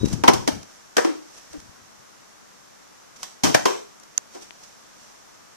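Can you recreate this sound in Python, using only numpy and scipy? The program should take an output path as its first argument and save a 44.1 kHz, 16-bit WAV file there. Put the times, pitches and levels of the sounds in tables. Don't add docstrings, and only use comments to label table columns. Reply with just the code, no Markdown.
import sys
import numpy as np
from scipy import signal
from scipy.fft import rfft, irfft
from scipy.io import wavfile
from scipy.ndimage import uniform_filter1d

SR = 44100
rng = np.random.default_rng(int(sys.argv[2]) if len(sys.argv) > 2 else 0)


def store_wav(level_fs):
    pcm = np.round(np.clip(np.atleast_2d(level_fs), -1, 1) * 32767)
    wavfile.write(sys.argv[1], SR, pcm.T.astype(np.int16))


N = 245195
TIME = np.arange(N) / SR


def amp(db):
    return 10 ** (np.asarray(db) / 20)


def unit(x):
    return x / np.sqrt(np.mean(x ** 2) + 1e-20)


def read(points, hz):
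    points_hz, values = np.transpose(points)
    return np.interp(np.log(hz + 1), np.log(points_hz + 1), values)


def bins(x):
    return np.fft.rfftfreq(x.shape[-1], 1 / SR)


def add(mix, start_s, sound):
    part = mix[:, max(round(start_s * SR), 0):][:, :sound.shape[-1]]
    part += sound[:, :part.shape[-1]]


def colour(x, db):
    log_gain = np.log(amp(db))
    mirrored = np.concatenate([log_gain, log_gain[-2:0:-1]])
    response = np.exp(np.conj(signal.hilbert(mirrored)))[:len(db)]
    return irfft(rfft(x) * response, x.shape[-1])


def peak(hz, centre_hz, width_hz):
    return 1 / (1 + (2 * (hz - centre_hz) / width_hz) ** 2)


def sides(balance_db):
    return amp(np.minimum([[balance_db], [-balance_db]], 0))


def diffuse(pair, likeness=0.98, gap_m=0.125):
    left, other = rfft(pair)
    coherence = likeness * np.sinc(2 * bins(pair) * gap_m / 343)
    right = coherence * left + np.sqrt(1 - coherence ** 2) * other
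    return irfft([left, right], pair.shape[-1])


def noise(spectrum, spiky_db=0.):
    white = rng.standard_normal((2, N)) * amp(spiky_db * np.minimum(rng.exponential(1, N), 5))
    return unit(irfft(rfft(white) * amp(read(spectrum, bins(white))), N))


def stroke(start_s, hold_s, attack_s, ease_db_per_s, release_db_per_s):
    t = np.maximum(TIME - start_s, 0)
    fall_db = ease_db_per_s * t + release_db_per_s * np.maximum(t - hold_s, 0)
    return np.minimum(t / attack_s, 1) * amp(-fall_db)


def hiss():
    # frequency in Hz, relative density in dB.
    spectrum = [(25, -18), (60, -16), (110, -11.5), (200, -5.5), (400, -9.5), (700, -8.5), (1200, -7.5),
                (1600, -11.5), (2400, -17.5), (3600, -19.5), (5200, -19.5), (7000, -17.5), (8500, -23),
                (11000, -25.5), (14500, -31)]
    return amp(-49.5) * diffuse(noise(spectrum), likeness=0.72)


def rustle(drop_db=12.5):
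    # frequency in Hz, relative level in dB.
    spectrum = [(200, -0.5), (600, 4.5), (1400, -0.5), (2500, -1.5), (4200, -1.5), (6000, 2), (8000, -1.5),
                (11000, -9.5), (14500, -17)]
    # fastest moment in seconds, level in dB, build-up and settling in seconds per drop_db.
    sleeve_sweeps = [(0.125, -40, .14, .11), (0.72, -53.5, .1, 0.23), (1.375, -48.5, 0.15, 0.12),
                     (1.52, -54.5, 0.067, 0.34), (3.235, -43.5, 0.049, .06), (4.35, -46, 0.03, 0.046),
                     (4.428, -48, 0.026, 0.063), (4.65, -53, 0.15, 0.21), (5.03, -53.5, .15, .25)]
    # centre in seconds, level in dB, half length in seconds.
    finger_scrapes = [(0.058, -35.5, 0.0059), (0.085, -43, 0.0069), (0.134, -34.5, 0.0064),
                      (0.632, -38.5, 0.0019), (1.288, -55, 0.0016), (1.383, -51, 0.0035),
                      (1.533, -42.5, 0.0033), (1.603, -45, 0.0029), (3.167, -47, 0.0066),
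                      (4.036, -45, 0.0036), (4.426, -49, 0.0075), (4.639, -48.5, 0.007)]
    envelope = np.zeros(N)
    for at_s, db, build_s, settle_s in sleeve_sweeps:
        away = np.maximum((at_s - TIME) / build_s, (TIME - at_s) / settle_s)
        envelope += amp(db - drop_db * away)
    for at_s, db, half_s in finger_scrapes:
        envelope += amp(db) * np.exp(-((TIME - at_s) / half_s) ** 2)
    return noise(spectrum, spiky_db=3.5) * envelope


def palm_rub():
    # frequency in Hz, relative level in dB.
    spectrum = [(15, -59), (25, -14), (60, -9), (107, -2), (173, -6), (261, -8.5), (350, -14), (595, -26),
                (1500, -31.5), (3300, -78.5)]
    # start in seconds, length in seconds, level in dB.
    slides = [(0.0, 0.22, -29), (0.34, 0.069, -34.5), (0.504, 0.079, -36.5), (1.498, .02, -50.5),
              (1.563, .14, -53), (1.785, 0.035, -57), (1.97, .02, -58)]
    envelope = sum(amp(db) * stroke(at_s, hold_s, attack_s=0.014, ease_db_per_s=18, release_db_per_s=268.5)
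                   for at_s, hold_s, db in slides)
    return noise(spectrum) * envelope * amp([[2.], [-3.]])


def grip_squeak(start_hz=3820, climb_hz=55, waver_hz=22, hold_s=0.055):
    waver = unit(uniform_filter1d(rng.standard_normal(N), size=300))
    hz = start_hz + climb_hz * np.minimum(TIME / hold_s, 1) + waver_hz * waver
    phase = 2 * np.pi * np.cumsum(hz) / SR
    envelope = stroke(0, hold_s, attack_s=0.003, ease_db_per_s=50, release_db_per_s=149)
    return amp(-41.5) * envelope * np.array([np.sin(phase), np.cos(phase)])


def case_bumps():
    # centre in seconds, peak in dB, half width in seconds, left minus right in dB.
    bumps = [(0.0340, -7, 0.00076, 16), (0.0435, -3.5, 0.0008, 29), (0.0587, -10.5, 0.001, 12),
             (0.0727, -16.5, 0.00069, 20), (0.1250, -19.5, 0.0011, 21), (0.1371, -13, 0.0013, 12),
             (0.1434, -13.5, 0.0014, 20), (1.586, -40, 0.0044, 13), (1.696, -38.5, 0.0016, 16)]
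    out = np.zeros((2, N))
    for at_s, db, half_s, balance_db in bumps:
        u = (TIME - at_s) / half_s
        out += sides(balance_db) * amp(db) * u * np.exp((1 - u ** 2) / 2)
    return out


def case_ticks():
    # time in seconds, peak in dB, ring in Hz, width in Hz, left minus right in dB.
    ticks = [(4.1771, -8, 5900, 830, -15), (4.1792, 6.5, 6480, 1330, -31), (4.1793, -9, 11100, 4900, -2.5),
             (4.1792, -10, 5100, 1900, -19), (4.1807, -13.5, 1420, 1800, 16),
             (4.5079, -19.5, 2400, 2700, 24.5), (4, -29, 7020, 3000, 13)]
    out = np.zeros((2, N))
    click = signal.unit_impulse(2048)
    for at_s, db, ring_hz, width_hz, balance_db in ticks:
        ring = colour(click, 20 * np.log10(peak(bins(click), ring_hz, width_hz)))
        add(out, at_s, sides(balance_db) * amp(db) * ring / abs(ring).max())
    return out


def room(t, tail_db, floor_t60_s=0.031, furniture_t60_s=0.09, rise_s=0.0099):
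    # frequency in Hz, reverberation T60 in seconds.
    decay = [(100, 0.33), (300, 0.38), (1000, 0.34), (3000, 0.38), (6000, 0.45), (13000, 0.35)]
    floor, furniture, tail = rng.standard_normal((3, 2, len(t)))
    floor *= amp(-60 * t / floor_t60_s)
    furniture *= amp(-60 * t / furniture_t60_s)
    hz, frame_s, frames = signal.stft(tail, SR, nperseg=256)
    frames *= amp(-60 * frame_s / read(decay, hz)[:, None])
    tail = signal.istft(frames, SR, nperseg=256)[1][:, :len(t)]
    tail *= 1 - np.exp(-t / rise_s)
    echoes = amp(2.5) * unit(floor) + amp(-3) * unit(furniture) + amp(tail_db) * unit(tail)
    end_fade = np.clip(4 * (1 - t / t[-1]), 0, 1) ** 2
    return diffuse(echoes) * end_fade


def blow(level_db, thud_db, crack_db, crumple_s, base_hz, base_db, wall_hz, wall_db, tail_db, size=24576):
    # frequency in Hz, gain in dB.
    shell = [(40, -27), (80, -17), (118, -0.5), (200, 0), (300, 3.5), (550, 0), (780, -2.5), (1050, -5),
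             (1400, -8.5), (2200, -11.5), (3800, -14.5), (5900, -14.5), (8000, -18), (14500, -29.5)]
    # centre in Hz, width in Hz, gain in dB.
    modes = [(406, 21, -0.5), (767, 36, 4.5), (940, 110, 1), (1050, 20, 1), (1290, 44, 1.5), (1372, 48, 4),
             (1530, 35, 5), (1730, 34, -1), (2073, 20, 3), (2800, 37, -0.5), (3150, 130, 5),
             (3700, 100, -1.5)]
    t = np.arange(size) / SR
    snaps = rng.standard_normal(size) * (rng.random(size) < 0.15) * np.exp(-t / crumple_s)
    give_s = 0.00054 + 0.296 * crumple_s
    snaps *= 1 - np.exp(-t / give_s)
    burst = signal.fftconvolve(snaps[None], room(t, tail_db), axes=1)[:, :size]
    power = (abs(rfft(burst)) ** 2).mean(0)
    whiten_db = -10 * np.log10(abs(uniform_filter1d(power, size=70)) + 1e-9)
    hz = bins(burst)
    tone_db = read(shell, hz) + thud_db / (1 + (hz / 185) ** 4) + crack_db / (1 + (2600 / (hz + 1)) ** 3)
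    tone_db += base_db * peak(hz, base_hz, 0.32 * base_hz)
    tone_db += wall_db * peak(hz, wall_hz, 0.23 * wall_hz)
    tone_db += sum(db * peak(hz, mode_hz, width_hz) for mode_hz, width_hz, db in modes)
    return amp(level_db) * colour(burst, tone_db + whiten_db)


def bottle():
    # start in seconds, level in dB, floor thud in dB, crack in dB, crumple time in seconds,
    # base resonance in Hz, its gain in dB, wall resonance in Hz, its gain in dB, room tail in dB.
    blows = [ (0.236, 28, -6, -8, .0007, 286, 6, 895, 11, -0.5),
             (0.2768, 21, -7, 6, .0032, 400, -3, 3420, 12, -16),
             (0.2795, 38, -8, -7, .0023, 426, 0, 1000, 16.5, -11.5),
             (0.2891, 27.5, 6, -17, .0055, 404, 10, 1030, 7.5, -3.5),
             (0.3339, 18, 18, 5.5, 0.003, 355, 12, 790, 8, -4.5),
             (0.4752, 24, -9, 1.5, .003, 280, 14.5, 705, 5.5, -6.5),
             (0.9666, 25.5, -12, 1.5, 0.0019, 275, 3.5, 1600, 6.5, -4),
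             (0.979, 29, -23, -11, 0.0049, 490, 7.5, 1690, 10, -6),
             (1.0457, 24.5, -28, -11, .0024, 318, 19, 1500, -3.5, 0.5),
             (1.535, -0.5, -16, -7, .015, 293, 22, 600, 11, -12),
             (3.2298, 5.5, -15, 12, .0022, 380, -8, 1100, 12, -5),
             (3.434, 23.5, 9, 8.5, 0.0066, 264, 11, 890, 6, -2.5),
             (3.442, 24.5, 11, -1, .02, 310, 5.5, 1160, 8, -0.5),
             (3.543, 15, -8, 8.5, 0.0027, 500, -10, 2330, 14.5, -4.5),
             (3.5457, 28.5, 3, 1, .0013, 616, 11.5, 1740, 11, -7),
             (3.6536, 28, -13.5, -1.5, 0.0054, 435, 8.5, 1050, 9.5, -1.5),
             (4.346, 5.5, -14, -15, 0.018, 350, 10.5, 714, 5, -7), ]
    out = np.zeros((2, N))
    for start_s, *settings in blows:
        add(out, start_s, blow(*settings))
    return out


def scene():
    # frequency in Hz, gain in dB.
    right_tone = [(60, -6), (500, -2), (800, -2.5), (1050, -5.5), (1600, -2.5), (2200, -1.5), (4400, -1),
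                  (7500, -2.5), (10000, -7), (14500, -3)]
    left, right = bottle() + hiss() + palm_rub() + rustle() + grip_squeak()
    hz = bins(right)
    port_db = 9.6 * peak(hz, centre_hz=5820, width_hz=1660)
    right = irfft(rfft(right) * amp(read(right_tone, hz) + port_db), N)
    return np.array([left, right]) + case_bumps() + case_ticks()


def record(dry):
    clipped = np.clip(dry * [[1], [-1]], -0.95, 0.95)
    edge_hz = 14800
    lowpass = signal.firwin(255, edge_hz, window=("kaiser", 7), fs=SR)
    return signal.oaconvolve(clipped, lowpass[None], "same")


dry = scene()
out = record(dry)
store_wav(out)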